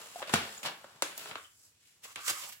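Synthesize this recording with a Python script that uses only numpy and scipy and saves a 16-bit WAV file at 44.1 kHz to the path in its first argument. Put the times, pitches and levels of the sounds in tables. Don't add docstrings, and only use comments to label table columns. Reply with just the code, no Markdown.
import sys
import numpy as np
from scipy import signal
from scipy.fft import rfft, irfft
from scipy.io import wavfile
from scipy.ndimage import uniform_filter1d, map_coordinates

SR = 44100
rng = np.random.default_rng(int(sys.argv[2]) if len(sys.argv) > 2 else 0)


def output_pcm(signal):
    pcm = np.clip(np.atleast_2d(signal).T, -1, 1) * 32767
    wavfile.write(sys.argv[1], SR, np.round(pcm).astype(np.int16))


N = 114660
TIME = np.arange(N) / SR
TOP_HZ = 16000
# (t/s, lead of the left microphone/ms, left minus right level/dB)
PATH = [(1.95, 0.115, 0.3), (2.05, -0.14, 0), (2.3, -0.15, -2.5)]


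def amp(db):
    return 10 ** (np.asarray(db) / 20)


def unit(x):
    return x / np.sqrt(np.mean(x ** 2) + 1e-20)


def read(curve, hz):
    f, value = np.transpose(curve)
    return np.interp(np.log(hz + 1), np.log(f + 1), value)


def add(mix, start, sound):
    part = mix[..., max(round(start * SR), 0):][..., :sound.shape[-1]]
    part += sound[..., :part.shape[-1]]


def band(x, lo_hz, hi_hz):
    return signal.sosfilt(signal.butter(3, [lo_hz, hi_hz], "band", fs=SR, output="sos"), x)


def minimum_phase(log_gain):
    return np.exp(np.conj(signal.hilbert(log_gain)))


def colour(x, curve):
    log_gain = np.log(amp(read(curve, abs(np.fft.fftfreq(2048, 1 / SR)))))
    taps = np.fft.ifft(minimum_phase(log_gain)).real
    return signal.oaconvolve(x, taps[None], axes=1)[:, :N]


def whiten(burst):
    spectrum = np.fft.fft(burst)
    power = uniform_filter1d(abs(spectrum) ** 2, 9, mode="wrap")
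    return np.fft.ifft(spectrum / minimum_phase(np.log(power + 1e-12) / 2)).real


def direct(x, t):
    times, lead_ms, _ = np.transpose(PATH)
    lag = np.interp(t, times, lead_ms) * SR / 1000
    return np.array([x, map_coordinates(x, [np.arange(len(x)) - lag], order=3)])


def diffuse(count, coherent_hz=660):
    left, other = rfft(rng.standard_normal((2, count)))
    coherence = np.exp(-(np.fft.rfftfreq(count, 1 / SR) / coherent_hz) ** 2 / 2)
    return irfft([left, coherence * left + np.sqrt(1 - coherence ** 2) * other], count)


def blend(x, noise, noise_share):
    return np.sqrt(1 - noise_share) * x + np.sqrt(noise_share) * noise


def rubbing(grains_per_s=6100, spread_db=9, flutter_db=1.47):
    # (t/s, then relative level/dB of the body, crack and treble bands)
    grip = [(0, -52, -54, -50.5), (.11, -61, -60, -54), (.205, -54, -55, -48.5), (.26, -67, -63, -61.5),
            (0.278, -53, -46.5, -51.5), (.32, -45, -56.5, -48.5), (0.335, -42, -38.5, -40),
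            (.365, -37.5, -39.5, -43)]
    turn = [(.40, -44, -44.5, -56), (.47, -48.5, -51.5, -52.5), (.56, -58.5, -56, -50),
            (.625, -56.5, -63, -57), (0.637, -61, -45.5, -42), (0.646, -40, -46.5, -47),
            (0.659, -38, -35, -38), (0.681, -41, -42.5, -48), (.72, -52.5, -63, -74)]
    hold = [(0.781, -61.5, -64, -63), (1.02, -62.5, -67, -65)]
    shift = [(1.09, -53, -54.5, -81), (1.17, -61, -59, -53), (1.199, -51.5, -50, -48),
             (1.25, -57.5, -55.5, -51), (1.286, -50, -51, -49.5), (1.337, -51.5, -59.5, -59.5),
             (1.439, -79.5, -77, -57.5), (1.497, -91, -83.5, -66.5)]
    rest = [(1.661, -77.5, -74.5, -59), (1.741, -87.5, -81.5, -78), (1.871, -85, -70, -63.5),
            (2.018, -80.5, -81, -73)]
    lift = [(2.041, -64, -51.5, -44), (2.057, -54.5, -51.5, -48.5), (2.069, -72.5, -73, -55),
            (2.115, -66, -58.5, -54), (2.145, -88, -79, -62.5), (2.175, -45.5, -53, -59)]
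    slide = [(2.24, -77, -57.5, -46.5), (2.291, -48, -36, -28), (2.31, -52.5, -44, -32.5),
             (2.328, -66, -62, -60), (2.39, -77, -52, -42.5), (2.453, -51, -49, -46),
             (2.466, -84, -71, -45.5), (2.5, -57, -49.5, -47.5), (2.514, -75, -69, -65),
             (2.526, -64.5, -49.5, -44), (2.565, -90, -97, -78)]
    edges = [170, 1500, 5000, 16000]
    # (f/Hz, gain/dB)
    timbre = [(170, -1), (300, -6.5), (600, 1), (1700, 2.5), (2800, 7), (4200, 3), (6300, 0), (7700, 5),
              (8600, -2.5), (11000, -0.5), (12500, -5.5)]
    times, *levels = np.transpose(grip + turn + hold + shift + rest + lift + slide)
    flutter = amp(flutter_db * unit(band(rng.standard_normal(N), 8.6, 100)))
    sizes = amp(spread_db * np.minimum(rng.exponential(1, N), 4))
    grains = unit(sizes * rng.choice([-1, 1], N) * (rng.random(N) < grains_per_s / SR))
    friction = blend(grains, rng.standard_normal(N), noise_share=0.85)
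    drive = flutter * blend(direct(friction, TIME), diffuse(N), noise_share=0.7)
    rustle = sum(amp(np.interp(TIME, times, db)) * unit(band(drive, lo, hi))
                 for db, lo, hi in zip(levels, edges, edges[1:]))
    return colour(rustle, timbre)


def air():
    # (f/Hz, relative spectral level/dB)
    spectrum = [(60, -1), (95, 4.5), (200, -7), (1000, -18.5), (8000, -11), (16000, -33.5)]
    gain = amp(read(spectrum, np.fft.rfftfreq(N, 1 / SR)))
    return unit(irfft(rfft(diffuse(N)) * gain, N))


def ring(hz, db, t60, rise_s=0.00107):
    t = np.arange(SR // 4) / SR
    envelope = (1 - np.exp(-t / rise_s)) * np.exp(-np.log(1000) * t / t60)
    return amp(db) * envelope * np.cos(2 * np.pi * hz * t)


def pops():
    # (t/s, f/Hz, level/dB, T60/s)
    presses = [(.158, 706, -30, 0.042), (.203, 803, -34.5, 0.033), (.2262, 615, -32, 0.031),
               (.280, 637, -38, 0.045), (.844, 590, -43.5, 0.052), (.954, 138, -52.5, 0.037),
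               (1.022, 554, -27.5, 0.031), (1.023, 943, -26, 0.016), (1.025, 349, -29.5, 0.027),
               (1.355, 1190, -30, 0.017)]
    out = np.zeros(N)
    for start, hz, db, t60 in presses:
        add(out, start, ring(hz, db, t60))
    return out


def snaps(rise_s=0.000072, fade_s=0.0028, span_s=0.0096):
    # (t/s, then relative level/dB of the bass, body, crack and treble bands)
    creases = [(0.2191, -63, -41.5, -49.5, -64), (0.2258, -71, -39, -41, -69), (.294, -60, -43, -43, -49.5),
               (0.2975, -60, -44, -47, -64), (0.3374, -32, -30.5, -28, -33.5),
               (0.3397, -34.5, -30.5, -28, -27), (.358, -42, -32.5, -38.5, -41),
               (.631, -52.5, -50, -46, -47.5), (.843, -59, -49, -59.5, -64),
               (1.0223, -48, -32.5, -31.5, -27.5), (1.1777, -72, -58, -52, -41.5),
               (1.258, -69, -47.5, -52, -58), (1.312, -51, -48, -44.5, -66.5),
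               (1.355, -56, -42, -41.5, -55), (2.1584, -59, -51.5, -40.5, -44),
               (2.281, -74, -48.5, -41.5, -35), (2.299, -79, -42, -42.5, -34),
               (2.309, -53, -43.5, -40.5, -38)]
    edges = [80, 300, 1500, 3800, 16000]
    # (f/Hz, gain/dB)
    timbre = [(380, -4.5), (560, 0), (1750, 2), (2200, 3.5), (3000, 1.5), (5200, -0.5), (7400, 4.5),
              (8800, -1), (10300, 0.5), (12500, -9)]
    out, t = np.zeros((2, N)), np.arange(2048) / SR
    envelope = (1 - np.exp(-t / rise_s)) * np.exp(-t / fade_s)
    for start, *levels in creases:
        shaking = direct(rng.standard_normal(len(t)), start)
        burst = whiten(envelope * blend(shaking, diffuse(len(t)), noise_share=0.49))
        snap = sum(amp(db) * unit(band(burst, lo, hi)) for db, lo, hi in zip(levels, edges, edges[1:]))
        add(out, start, snap * np.sqrt(span_s / t[-1]))
    return colour(out, timbre)


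def thump(start=0.3378):
    # (f/Hz, level/dB, T60/s)
    modes = [(87.3, -46.5, 0.5), (168.5, -29.5, 0.12), (241.5, -12, 0.026), (350, -22, 0.021),
             (683, -15.5, 0.022), (1327, -15.5, 0.019)]
    out = np.zeros(N)
    add(out, start, sum(ring(*mode) for mode in modes))
    return out


def squeaks(width_hz=560):
    # (t/s, duration/s, f/Hz, level/dB)
    catches = [(0.574, 0.014, 6950, -45), (1.438, 0.024, 3125, -53.5)]
    out = np.zeros(N)
    for start, duration, hz, db in catches:
        noise = unit(band(rng.standard_normal(SR // 4), hz - width_hz / 2, hz + width_hz / 2))
        window = np.hanning(round(duration * SR))
        add(out, start, amp(db) * window * unit(noise[:len(window)]))
    return out


def ticks(low_hz=10600):
    # (t/s, level/dB, decay time constant/s)
    flicks = [(1.177, -37.5, 0.0082), (2.488, -48.5, .02), (2.524, -51, 0.016)]
    out, t = np.zeros((2, N)), np.arange(4096) / SR
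    for start, db, fade_s in flicks:
        treble = unit(band(diffuse(len(t)), low_hz, TOP_HZ))
        add(out, start, amp(db) * np.exp(-t / fade_s) * treble)
    return out


def cavity(width_hz=430):
    # (t/s, f/Hz, relative level/dB)
    resonance = [(1.349, 1302, -61), (1.377, 1345, -42.5), (1.47, 1300, -100), (2.03, 1200, -94),
                 (2.05, 1200, -55.5), (2.111, 1230, -55), (2.147, 1274, -88), (2.174, 1351, -57),
                 (2.299, 1300, -37), (2.334, 1287, -61), (2.365, 1220, -43), (2.42, 1100, -53),
                 (2.505, 978, -54.5)]
    times, hz, db = np.transpose(resonance)
    low_pass = signal.butter(3, width_hz / 2, fs=SR, output="sos")
    baseband = signal.sosfilt(low_pass, [1, 1j] @ rng.standard_normal((2, N)))
    phase = 2 * np.pi * np.cumsum(np.interp(TIME, times, hz)) / SR
    envelope = amp(np.interp(TIME, times, db)) * (TIME > times[0]) * (TIME < times[-1])
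    return envelope * unit((baseband * np.exp(1j * phase)).real)


def tail(build_s=0.0019):
    # (f/Hz, T60/s)
    t60 = [(100, 0.23), (500, 0.29), (1840, 0.4), (4850, 0.2571), (12800, 0.6)]
    count = SR // 2
    hz, t, bands = signal.stft(diffuse(count), SR, nperseg=256)
    decay = np.exp(-np.log(1000) * t / read(t60, hz)[:, None])
    response = signal.istft(bands * decay, SR, nperseg=256)[1][:, :count]
    onset = 1 - np.exp(-(np.arange(count) / SR / build_s) ** 2)
    return unit(response * onset) / np.sqrt(count)


def reflections(x):
    # (f/Hz, gain/dB)
    timbre = [(80, -6.5), (330, 0), (850, -6), (2000, -0.5), (5000, -0.5), (8000, -6.5)]
    fades = [np.cos(np.pi * (TIME + k / 3)) for k in range(3)]
    walls = sum(signal.fftconvolve(x * fade, tail(), axes=1)[:, :N] for fade in fades)
    return colour(walls / np.sqrt(1.5), timbre)


def scene():
    paper = amp(-0.5) * snaps() + amp(-1.5) * rubbing()
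    paper += direct(amp(-5) * cavity() + pops() + thump() + squeaks(), TIME) + ticks()
    times, _, balance_db = np.transpose(PATH)
    paper *= amp(np.outer([0.5, -0.5], np.interp(TIME, times, balance_db)))
    return paper + amp(-0.5) * reflections(paper) + amp(-72) * air()


def record(dry, low_cut_hz=68):
    # (f/Hz, left minus right level/dB)
    imbalance = [(500, 0.3), (1200, -0.6), (2700, 2.5), (5000, -1.8), (12000, 0)]
    gains = amp(np.outer([0.5, -0.5], read(imbalance, np.fft.rfftfreq(N, 1 / SR))))
    coloured = irfft(rfft(dry) * gains, N)
    thinned = signal.sosfilt(signal.butter(3, low_cut_hz, "high", fs=SR, output="sos"), coloured)
    low_pass = signal.firwin(511, TOP_HZ, window=("kaiser", 9), fs=SR)
    return signal.oaconvolve(thinned, low_pass[None], "same")


dry = scene()
out = record(dry)
output_pcm(out)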